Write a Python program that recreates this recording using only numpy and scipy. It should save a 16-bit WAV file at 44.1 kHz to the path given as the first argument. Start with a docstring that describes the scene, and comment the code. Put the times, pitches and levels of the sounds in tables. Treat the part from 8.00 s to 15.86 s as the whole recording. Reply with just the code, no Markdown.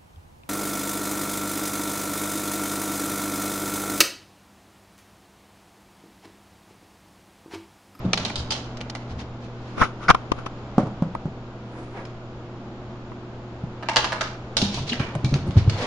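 """Dogs at a wooden pet gate in a living room: claws strike and ring the wood, paws thud and skid by
friction, and the gate rattles in its loose frame. One dog nuzzles the camera, exciting the resonances
of its shell, and the camera is then bumped and turned; another gallops up over the floor and skids to
the gate. An appliance hums throughout with mains harmonics and motor tones over a rush of air."""
import sys
import numpy as np
from scipy import signal
from scipy.fft import rfft, irfft, next_fast_len
from scipy.io import wavfile
from scipy.ndimage import uniform_filter1d, map_coordinates

SR = 44100
rng = np.random.default_rng(int(sys.argv[2]) if len(sys.argv) > 2 else 0)


def generate_wav(sig):
    """Save sig (samples, or channels by samples) to the path in sys.argv[1] as 16-bit PCM at SR."""
    pcm = np.round(np.clip(np.atleast_2d(sig).T, -1, 1) * 32767).astype(np.int16)
    wavfile.write(sys.argv[1], SR, pcm)


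N = 346626
T = np.arange(SR * 3 // 4) / SR  # time axis of one short sound
STROKE_LEAD_S, SLIP_LEAD_S = T[len(T) // 3], T[len(T) // 10]  # where a stroke and a squeak peak on T


def amp(db):
    """Decibels to amplitude ratio."""
    return 10 ** (np.asarray(db) / 20)


def decay(t60):
    """Exponential damping: 60 dB down after t60 seconds."""
    return amp(-60 * T / t60)


def unit(x):
    """Normalisation to rms 1."""
    return x / np.sqrt(np.mean(x ** 2) + 1e-20)


def crest(x):
    """Normalisation of a stereo sound so that its loudest 5 ms have rms 1."""
    return x / np.sqrt(uniform_filter1d(np.mean(x ** 2, axis=0), size=220).max())


def along(points, hz):
    """Interpolation of (Hz, value) points on a logarithmic frequency axis."""
    knots, values = np.transpose(points)
    return np.interp(np.log(hz + 1), np.log(knots + 1), values)


def curve(rows):
    """Linear interpolation of (s, value) rows to one value per sample."""
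    return np.interp(np.arange(N) / SR, *np.transpose(rows))


def wobble(rate):
    """Smooth random modulation with rate knots a second."""
    return map_coordinates(rng.standard_normal(int(N * rate / SR) + 4), [np.arange(N) * rate / SR])


def grit(depth, samples):
    """Log-normal amplitude modulation in grains about this many samples long."""
    return np.exp(depth * unit(uniform_filter1d(rng.standard_normal(len(T)), size=samples)))


def filtered(x, response):
    """Linear filtering: the spectrum of x times a complex frequency response."""
    n = x.shape[-1]
    size = next_fast_len(n + 2048, True)
    return irfft(rfft(x, size) * response(np.fft.rfftfreq(size, 1 / SR)), size)[..., :n]


def coloured(x, spectrum):
    """Spectral shaping by (Hz, dB) points."""
    return filtered(x, lambda hz: amp(along(spectrum, hz)))


def resonate(x, modes):
    """Modal superposition: x drives (Hz, width Hz, dB) resonances of alternating sign."""
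    return filtered(x, lambda f: sum((-1) ** k * amp(db) * 1j * f * w / (hz * hz - f * f + 1j * f * w)
                                     for k, (hz, w, db) in enumerate(modes)))


def noise(size):
    """Spatial coherence: white noise at two microphones, alike in the bass, unrelated in the treble."""
    # Each row: frequency in Hz, side level over mid level in dB.
    width = [(60, -64.5), (150, -103), (350, -24), (600, -28.5), (1060, -7), (1900, 1), (6000, -0.5)]
    turn = lambda hz: np.arctan(amp(along(width, hz)))
    white = rng.standard_normal((2, size))
    mid, side = filtered(white, lambda hz: np.array([np.cos(turn(hz)), np.sin(turn(hz))]))
    return np.array([mid + side, mid - side])


def add(track, s, sound):
    """Superposition of a sound on the track from s seconds on."""
    start = round(s * SR)
    part = sound[:, max(-start, 0):N - start]
    track[:, max(start, 0):][:, :part.shape[1]] += part


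def in_room(x, wet_db):
    """Reverberation: a short sound plus a tail in which each frequency dies at its own rate."""
    # Each row: frequency in Hz, reverberation time in seconds.
    room_t60 = [(100, 0.4), (500, 0.48), (2000, 0.46), (5000, 0.41), (10000, 0.36)]
    hz, t, spectra = signal.stft(noise(len(T)), SR, nperseg=256)
    damped = spectra * amp(-60 * t / along(room_t60, hz)[:, None])
    tail = signal.istft(damped, SR, nperseg=256)[1][:, :len(T)]
    reflections = grit(depth=0.45, samples=50)  # furniture and walls answer separately
    tail = tail * reflections * (1 - np.exp(-T / 0.00069))
    return x + amp(wet_db) * signal.fftconvolve(x, tail / np.linalg.norm(tail[0]), axes=1)[:, :len(T)]


def tone(hz, db, drift_rad):
    """A hum line with phase drift; shorter waves reach the two microphones more out of step."""
    apart = np.array([[1], [-1]]) * hz / 2200 * wobble(0.7)
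    phase = 2 * np.pi * hz * np.arange(N) / SR + drift_rad * wobble(1.686) + apart
    return amp(db + wobble(0.57)) * np.sqrt(2) * np.sin(phase)


def appliance():
    """Mains harmonics form standing waves that the camera moves through; motor tones and air join in."""
    # Each row: time in seconds, rms levels of the first, second and third harmonic in dB.
    mains_levels = [(0, -38.5, -54, -54), (.7, -39, -44.5, -58), (2.6, -40.5, -50, -51),
                    (3.2, -41.5, -46.5, -54), (4.1, -40.5, -51, -48.5), (5.3, -40.5, -48.5, -48),
                    (7.86, -46, -71, -54.5)]
    # Each row: frequency of a motor tone in Hz, rms level in dB.
    motor_tones = [(203.9, -51.5), (320, -58), (489.9, -58.5), (666, -58)]
    # Each row: time in seconds, level of the rushing air in dB.
    air_levels = [(0, -35), (1.4, -40), (2.6, -38), (3.5, -40.5), (5.5, -40), (6.5, -38), (7.86, -36)]
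    # Each row: frequency in Hz, gain of the rushing air in dB.
    air_spectrum = [(20, 4), (32, -25), (48, 2.5), (100, -4), (260, -2), (430, -6.5), (700, -8.5),
                    (1000, -11.5), (1400, -14), (1800, -21), (3200, -24.5), (5000, -31.5), (6500, -37.5),
                    (6900, -34), (7500, -45), (11000, -75)]
    hum_hz, levels = 120, np.array(mains_levels)
    mains = sum(tone(k * hum_hz, curve(levels[:, [0, k]]), drift_rad=0.2) for k in (1, 2, 3))
    motor = sum(tone(hz, db, drift_rad=1.0) for hz, db in motor_tones)
    air = amp(curve(air_levels) + 0.16 * wobble(2.9)) * unit(coloured(noise(N), air_spectrum))
    return mains + motor + air


def thud(hz, t60, knock_db, boom_db):
    """A soft impact excites one damped oscillation, the duller floor modes and a knock of contact."""
    # Each row: frequency in Hz, gain of the floor's boom in dB.
    boom_spectrum = [(25, -39), (60, -22), (90, 19.5), (190, 13.5), (300, 3.5), (600, -14), (1500, -81)]
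    # Each row: frequency in Hz, gain of the knock in dB.
    knock_spectrum = [(100, -14), (300, 9.5), (700, 12.5), (1200, -2), (1800, -19), (4000, -5), (7000, -27),
                      (10000, -29)]
    envelope = decay(t60) * (1 - np.exp(-T / 0.0013))
    swing = np.cos(2 * np.pi * hz * T) * envelope
    boom = crest(coloured(noise(len(T)) * envelope, boom_spectrum))
    knock = crest(coloured(noise(len(T)) * decay(0.056), knock_spectrum))
    cushion = 1 - np.exp(-(T / 0.00079) ** 2)  # the pad takes a moment to compress
    return cushion * (swing / np.abs(swing).max() + amp(boom_db) * boom + amp(knock_db) * knock)


def paws():
    """Impact excitation of the floor: the toes land first, lighter and higher, then the pad."""
    # Each row: start in seconds, level in dB, pitch in Hz, relative slap level in dB.
    footfalls = [(0.04, -38, 233, -25), (0.05, -16.5, 183, -18.5), (0.078, -33, 209, -32),
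                 (0.213, -25, 108, -28), (0.261, -29, 227, -18), (0.384, -25.5, 76.4, -27),
                 (1.112, -27.5, 89.5, -23), (1.151, -26.5, 70.6, -32), (1.226, -31, 73, -34),
                 (6.625, -14.5, 202.6, -12.5), (6.771, -26, 139, -6), (6.804, -25, 130, -16),
                 (6.918, -22.5, 235.6, -14), (7.001, -16.5, 132, -12), (7.153, -18, 142, -32),
                 (7.241, -11, 129, -29), (7.324, -10.5, 135, -41), (7.353, -22, 90, -26),
                 (7.465, -22, 186, -21), (7.487, -17, 96.5, -17), (7.567, -5, 97, -23),
                 (7.675, -7.5, 99.6, -30)]
    toe_lead_s, toe_db, toe_pitch_ratio, t60_s = 0.00995, -19, 1.894, 0.13
    out = np.zeros((2, N))
    for s, db, hz, slap_db in footfalls:
        toes = thud(toe_pitch_ratio * hz, t60_s, slap_db, boom_db=5)
        pad_t60 = t60_s * amp(-0.12 * db)  # faint paws linger in the boards
        pad = thud(hz, pad_t60, slap_db, boom_db=-8.5 + 0.079 * db)  # heavier paws boom more
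        add(out, s - toe_lead_s, amp(db + toe_db) * toes)
        add(out, s, amp(db) * in_room(pad, wet_db=-7))
    return out


def tap():
    """An impulse: one clean contact that excites all modes and reaches both microphones at once."""
    return amp(23) * signal.unit_impulse(len(T))


def strike(click_db, wood_db, t60, ring_hz, body, room_db):
    """A hard impact and its chatter excite the wood's modes; the struck spot adds a brief, dry ring."""
    # Each row: frequency in Hz, gain of the click in dB.
    click_spectrum = [(900, -9.5), (1900, -19), (3000, -7.5), (4200, -5), (5200, -9.5), (6600, -13.5),
                      (7700, -26), (10500, -34.5)]
    ring_width_hz, ring_db, rise_s = 600, -7.5, 0.00019
    chatter = unit(grit(depth=0.6, samples=24))
    head_on = 0.5 * rng.standard_normal(len(T))  # reaches both microphones alike
    envelope = (chatter * decay(t60) + 0.5 * decay(0.019)) * (1 - np.exp(-T / rise_s))
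    contact = (noise(len(T)) + head_on) * envelope
    click = amp(click_db) * crest(coloured(contact, click_spectrum))
    spot = amp(click_db + ring_db) * crest(resonate(contact, [(ring_hz, ring_width_hz, 0)]))
    # each spot wakes the wood's modes a little differently
    modes = [(hz * rng.normal(1, 0.014), width, db + rng.normal(0, 2)) for hz, width, db in body]
    wood = amp(wood_db) * crest(resonate(contact + tap(), modes))
    return in_room(click + wood, room_db) + spot


def claws():
    """Hard impacts of claws on floor and gate; the distant ones carry more reverberation."""
    # Each row: start in seconds, click level, wood level and relative room level in dB, ring in Hz.
    clicks = [(0.1319, -17, -39, -6, 5930), (0.1335, -20.5, -16.5, -24, 4200), (0.141, -32, -31, -12, 5500),
              (0.175, -25, -24.5, -1.5, 3350), (0.25, -24, -44, -2, 3640), (0.254, -29, -30, 0, 4000),
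              (0.299, -41, -29.5, -20, 2130), (0.3569, -25.5, -45, 3, 3800), (0.5068, -24, -32.5, 5, 4600),
              (0.521, -24.5, -29.5, 0, 4700), (0.771, -40.5, -40, -9, 5230), (0.8062, -47, -39, -4, 4650),
              (0.8123, -32.5, -34, -13, 2560), (0.8982, -32.5, -35, -27, 4960),
              (.951, -35, -28.5, -3.5, 2090), (4.052, -46, -45, -1, 5160), (6.5685, -14.5, -40, -16, 4040),
              (6.578, -20, -54, 6, 4100), (6.6163, -22, -53, 5.5, 3900), (6.743, -29.5, -54, 3.5, 4400),
              (6.878, -38, -45, -6, 4450), (6.932, -29, -27, 1, 2290), (6.996, -37.5, -29, 5, 2270),
              (7.013, -43, -30, 0.5, 2600), (7.246, -30.5, -30.5, 0.5, 2820), (7.3398, -26, -28, -6, 2600),
              (7.508, -40.5, -39, 2, 2740), (7.583, -42, -44, 7, 2300), (7.6963, -28.5, -29.5, 0, 4700)]
    # Each row: frequency of a mode of gate and boards in Hz, bandwidth in Hz, gain in dB.
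    wood_modes = [(270, 130, -21), (623, 290, 1), (874, 160, -2.5), (1090, 160, -0.5), (1375, 170, 1),
                  (1535, 140, -0.5), (1970, 270, -0.5), (2360, 130, 4.5), (2980, 470, -8)]
    chatter_t60_s = 0.038
    out = np.zeros((2, N))
    for s, click_db, wood_db, room_db, ring_hz in clicks:
        add(out, s, strike(click_db, wood_db, chatter_t60_s, ring_hz, wood_modes, room_db))
    return out * amp([[-0.8], [0.8]])


def stroke(swell, hold, fade, grain):
    """Friction noise swells, holds, then falls 60 dB in fade seconds; the grip catches unevenly."""
    t = T - STROKE_LEAD_S
    catch = grit(depth=grain, samples=60)
    envelope = np.exp(np.minimum(t, 0) / swell) * amp(-60 * np.maximum(t - hold, 0) / fade)
    return noise(len(T)) * catch * envelope


def scuffs():
    """Sliding friction: claws hiss and bite in short scratches while the pads drag on the boards."""
    # Each row: peak time in seconds, fade in seconds, hiss level in dB, drag level in dB.
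    slides = [(0.231, 0.57, -44, -41), (1.109, 0.13, -48.5, -47), (1.202, 0.11, -42.5, -39.5),
              (1.44, 0.23, -53, -45.5), (1.69, 1, -53, -47.5), (2.801, 0.19, -49, -32),
              (3.778, 0.5, -78, -43), (3.979, 0.29, -54, -32.5), (6.754, 0.38, -34, -61),
              (6.898, 0.19, -30, -61), (7.05, 0.74, -49, -37), (7.357, 0.32, -40.5, -38.5),
              (7.583, 0.15, -36, -32.5), (7.83, 0.75, -33.5, -25.5)]
    # Each row: frequency in Hz, gain of the sliding claws in dB.
    hiss_spectrum = [(900, -23), (2000, -10.5), (3000, -5), (4200, -6), (5200, -9.5), (6600, -14),
                     (7700, -25.5), (10500, -34.5)]
    # Each row: frequency in Hz, gain of the dragging pads in dB.
    drag_spectrum = [(40, -22), (150, 2), (330, 8.5), (550, 7), (1000, 4.5), (1400, -0.5), (2200, -3),
                     (5000, -43.5)]
    bite_depth, bite_s = 0.31, 0.0096
    out = np.zeros((2, N))
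    for s, fade, hiss_db, drag_db in slides:
        slide = stroke(swell=0.1 * fade, hold=0, fade=fade, grain=0.084)
        bites = np.exp(bite_depth * np.tanh(wobble(1 / bite_s)[:len(T)]))
        hiss = amp(hiss_db) * crest(coloured(bites * slide, hiss_spectrum))
        drag = amp(drag_db) * crest(coloured(slide, drag_spectrum))
        add(out, s - STROKE_LEAD_S, in_room(hiss + drag, wet_db=-10))
    return out


def slip_note(hz, rough, order, half):
    """Stick-slip oscillation with a scattered slip rate; a higher order flattens its envelope."""
    scatter = rough * unit(uniform_filter1d(rng.standard_normal((2, len(T))), size=20))
    phase = 2 * np.pi * np.cumsum(hz * (1 + scatter), axis=1) / SR
    envelope = np.exp(-np.abs((T - SLIP_LEAD_S) / half) ** order)
    return envelope * unit(np.sin(phase))


def claw_squeaks():
    """Stick-slip of a claw on the floor: each rough note falls as the paw slows down."""
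    # Each row: centre in seconds, pitch in Hz, level in dB, half length in seconds, fall in Hz a second.
    squeaks = [(0.511, 4780, -26, 0.0056, 4950), (6.899, 4050, -26.5, .007, 49000),
               (6.928, 2866, -24, 0.0069, 20000)]
    out = np.zeros((2, N))
    for s, hz, db, half, fall in squeaks:
        note = slip_note(hz - fall * (T - SLIP_LEAD_S), rough=0.087, order=2, half=half)
        add(out, s - SLIP_LEAD_S, in_room(amp(db) * note, wet_db=-10))
    return out


def nuzzles():
    """Friction of a muzzle rings the camera shell, scratches over its ports and pushes air between them."""
    # Each row: time in seconds, level in dB, swell and hold in seconds, relative scratch and puff in dB.
    rubs = [(1.78, -33, 0.00074, 0.004, -6, 7), (1.816, -18, 0.017, 0, -5.5, -4.5),
            (1.8164, -18.5, 0.0015, 0.002, -21, 6), (1.833, -17.5, 0.0015, 0.0074, -12, -8),
            (1.845, -27, 0.004, 0.00024, -3.5, -17), (2.03, -34.5, 0.02, 0.0078, -5.5, -12),
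            (2.0831, -10.5, 0.0017, 0.027, -4.5, -3), (2.1027, -8, 0.0011, 0, -3.5, 1.5),
            (2.147, -15, 0.00075, 0.0026, -10.5, -2.5), (2.319, -20, 0.00097, 0.000084, -0.5, 5.5),
            (2.388, -36, 0.015, 0, -6.5, 1), (2.464, -27.5, 0.0024, 0.000084, -3.5, -3),
            (3.151, -24.5, 0.0006, 0.0011, -29, 0.5), (5.118, -38, 0.0026, 0, -27, 2)]
    # Each row: frequency of a shell mode in Hz, bandwidth in Hz, gain in dB.
    shell_modes = [(820, 360, -3), (1152, 122, 11.5), (1370, 147, 10), (1550, 52, 10), (1920, 240, -14),
                   (2360, 69, -11.5)]
    # Each row: frequency in Hz, gain of the soft skin's drive in dB.
    skin_spectrum = [(1700, -2), (2300, 9.5), (3200, -19), (9000, -42)]
    # Each row: frequency in Hz, gain of the scratch in dB.
    scratch_spectrum = [(300, 9.5), (900, 0), (1900, -2), (2400, 2.5), (3600, -1), (4400, -8), (5400, -5),
                        (6800, -12), (8400, -32), (9200, -14), (10200, -26)]
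    # Each row: frequency in Hz, gain of the air puff in dB.
    puff_spectrum = [(20, 0.5), (70, -4), (180, -4.5), (450, -10.5), (700, -7), (2000, -25), (6000, -49.5)]
    press_db_per_s, tap_tuning, stiffen_s = 596, 0.693, 0.0032
    alike = 0.6  # share of the rub that rings as one at both microphones
    out = np.zeros((2, N))
    for s, db, swell, hold, scratch_db, puff_db in rubs:
        fade = 0.0088 + 10.7 * swell  # a touch that comes on slowly also lets go slowly
        press = amp(press_db_per_s * np.clip(T - STROKE_LEAD_S, 0, hold))
        rub = stroke(swell, hold, fade, grain=0.16)
        # a brief tap rings lower; longer pressure stiffens the shell
        tuning = 1 - (1 - tap_tuning) * np.exp(-(swell + hold) / stiffen_s)
        modes = [(tuning * hz, width, gain) for hz, width, gain in shell_modes]
        drive = alike * rub.mean(axis=0) + (1 - alike) * rub + np.roll(tap(), len(T) // 3)
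        ring = crest(resonate(coloured(drive, skin_spectrum), modes))
        scratch = amp(scratch_db) * crest(coloured(press * rub, scratch_spectrum))
        push = coloured(press * stroke(swell, hold, fade, grain=0.058), puff_spectrum)[0]
        sway = coloured(press * rub, puff_spectrum)[0]
        puff = amp(puff_db) * crest(np.array([3.2 * push + sway, 0.5 * push - 3.4 * sway]))
        add(out, s - STROKE_LEAD_S, amp(db) * in_room(ring + scratch + puff, wet_db=-24))
    return out * amp([[0.7], [-0.7]])


def nose_squeaks():
    """Stick-slip of the damp nose sustains one resonance of the shell that holds both microphones."""
    # Each row: centre in seconds, pitch in Hz, level in dB, half length in seconds, roughness from 0 to 1.
    squeaks = [(1.824, 1300, -15, 0.011, .22), (2.101, 1290, -10.5, 0.013, .2),
               (2.09, 5300, -30, 0.0066, .09)]
    rise_per_s = 4  # relative climb of pitch as the nose presses harder
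    out = np.zeros((2, N))
    for s, hz, db, half, rough in squeaks:
        note = slip_note(hz * (1 + rise_per_s * (T - SLIP_LEAD_S)), rough, order=6, half=half)
        add(out, s - SLIP_LEAD_S, amp(db) * note[:1])
    return out


def bumps():
    """Structure-borne sound as the camera is turned: a few damped swings and a broad knock of the case."""
    # Each row: start in seconds, level in dB, relative knock level in dB.
    thumps = [(2.7797, -5.5, -8), (2.8, -25, -3), (2.833, -20.5, -12), (2.868, -25, -7.5),
              (3.021, -9.5, -16), (3.254, -17, -16), (5.636, -20, -26)]
    # Each row: frequency in Hz, gain of the case in dB.
    case_spectrum = [(100, -17), (350, 2.5), (520, 2), (750, -2), (1000, -9), (1350, -10.5), (1800, -28),
                     (4000, -33.5), (7000, -38.5), (10000, -51.5)]
    rise_s, swing_t60_s, case_t60_s = 0.0077, 0.028, 0.083
    out = np.zeros((2, N))
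    for s, db, knock_db in thumps:
        hz = 218.6 + 3.5 * db  # a harder bump rings higher
        swing = np.sin(2 * np.pi * hz * T) * (1 - np.exp(-T / rise_s)) * decay(swing_t60_s)
        contact = noise(len(T)) * decay(case_t60_s) + tap()
        knock = crest(coloured(np.roll(contact, SR // 400, axis=1), case_spectrum))  # 2.5 ms late
        add(out, s, amp(db) * in_room(swing / np.abs(swing).max() + amp(knock_db) * knock, wet_db=-8))
    return out


def boards():
    """Resonance of a hollow board: a knocking or dragging paw draws one note from it."""
    # Each row: peak time in seconds, level in dB, pitch in Hz, swell and fade in seconds.
    notes = [(3.79, -39, 307, .06, 0.72), (4.0, -45, 440, 0.074, 0.27), (6.779, -32.5, 950, .004, 0.097),
             (7.152, -28, 623, 0.00066, 0.042), (7.362, -36, 730, .004, 0.064),
             (7.466, -32.5, 330, 0.0015, 0.21), (7.82, -27.5, 490, 0.023, 0.16)]
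    width_hz = 88.5
    out = np.zeros((2, N))
    for s, db, hz, swell, fade in notes:
        note = crest(resonate(stroke(swell, 0, fade, grain=0.38), [(hz, width_hz, 0)]))
        add(out, s - STROKE_LEAD_S, amp(db) * in_room(note, wet_db=-12))
    return out


def gate_rattle():
    """Repeated impact: the loose wooden frame clacks to and fro, and every blow rebounds once."""
    # Each row: start in seconds, wood and click levels in dB, rebound delay in seconds,
    # relative rebound level in dB, ring in Hz.
    blows = [(5.8256, -34, -48, 0.0062, 1, 1900), (5.8867, -19, -27, 0.0076, -4.5, 2670),
             (5.9602, -17, -17.5, .0066, 3.5, 4570), (6.0432, -20, -24, 0.0047, -7, 2130),
             (6.121, -23, -33, .0058, 1, 1890), (6.2089, -21.5, -25.5, 0.0059, -1.5, 1720)]
    # Each row: frequency of a frame mode in Hz, bandwidth in Hz, gain in dB.
    frame_modes = [(365, 360, -4), (647, 83, 6), (875, 90, 6.5), (1230, 95, 8), (1395, 68, 4),
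                   (1626, 170, 4.5), (1960, 260, 0.5), (2260, 150, 2.5), (2860, 300, -6)]
    chatter_t60_s = 0.052
    out = np.zeros((2, N))
    for s, wood_db, click_db, rebound_s, rebound_db, ring_hz in blows:
        for delay, db in [(0, 0), (rebound_s, rebound_db)]:
            clack = strike(click_db, wood_db, chatter_t60_s, ring_hz, frame_modes, room_db=-2)
            add(out, s + delay, amp(db) * clack)
    return out * amp([[-0.6], [0.6]])


def scene():
    """Superposition of all sources as heard from beside the gate."""
    clatter = claws() + gate_rattle()
    on_camera = nuzzles() + nose_squeaks() + bumps()
    on_floor = paws() + boards() + scuffs() + claw_squeaks()
    return clatter + on_camera + on_floor + appliance()


def record(dry):
    """Soft saturation and band limiting: the camera rounds off peaks and cuts the highest treble."""
    stop_hz, slope_width_hz = 11250, 400
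    rounded = dry / (1 + np.abs(dry) ** 6) ** (1 / 6)
    return filtered(rounded, lambda hz: np.clip((stop_hz - hz) / slope_width_hz, 0, 1) ** 2)


dry = scene()
out = record(dry)
generate_wav(out)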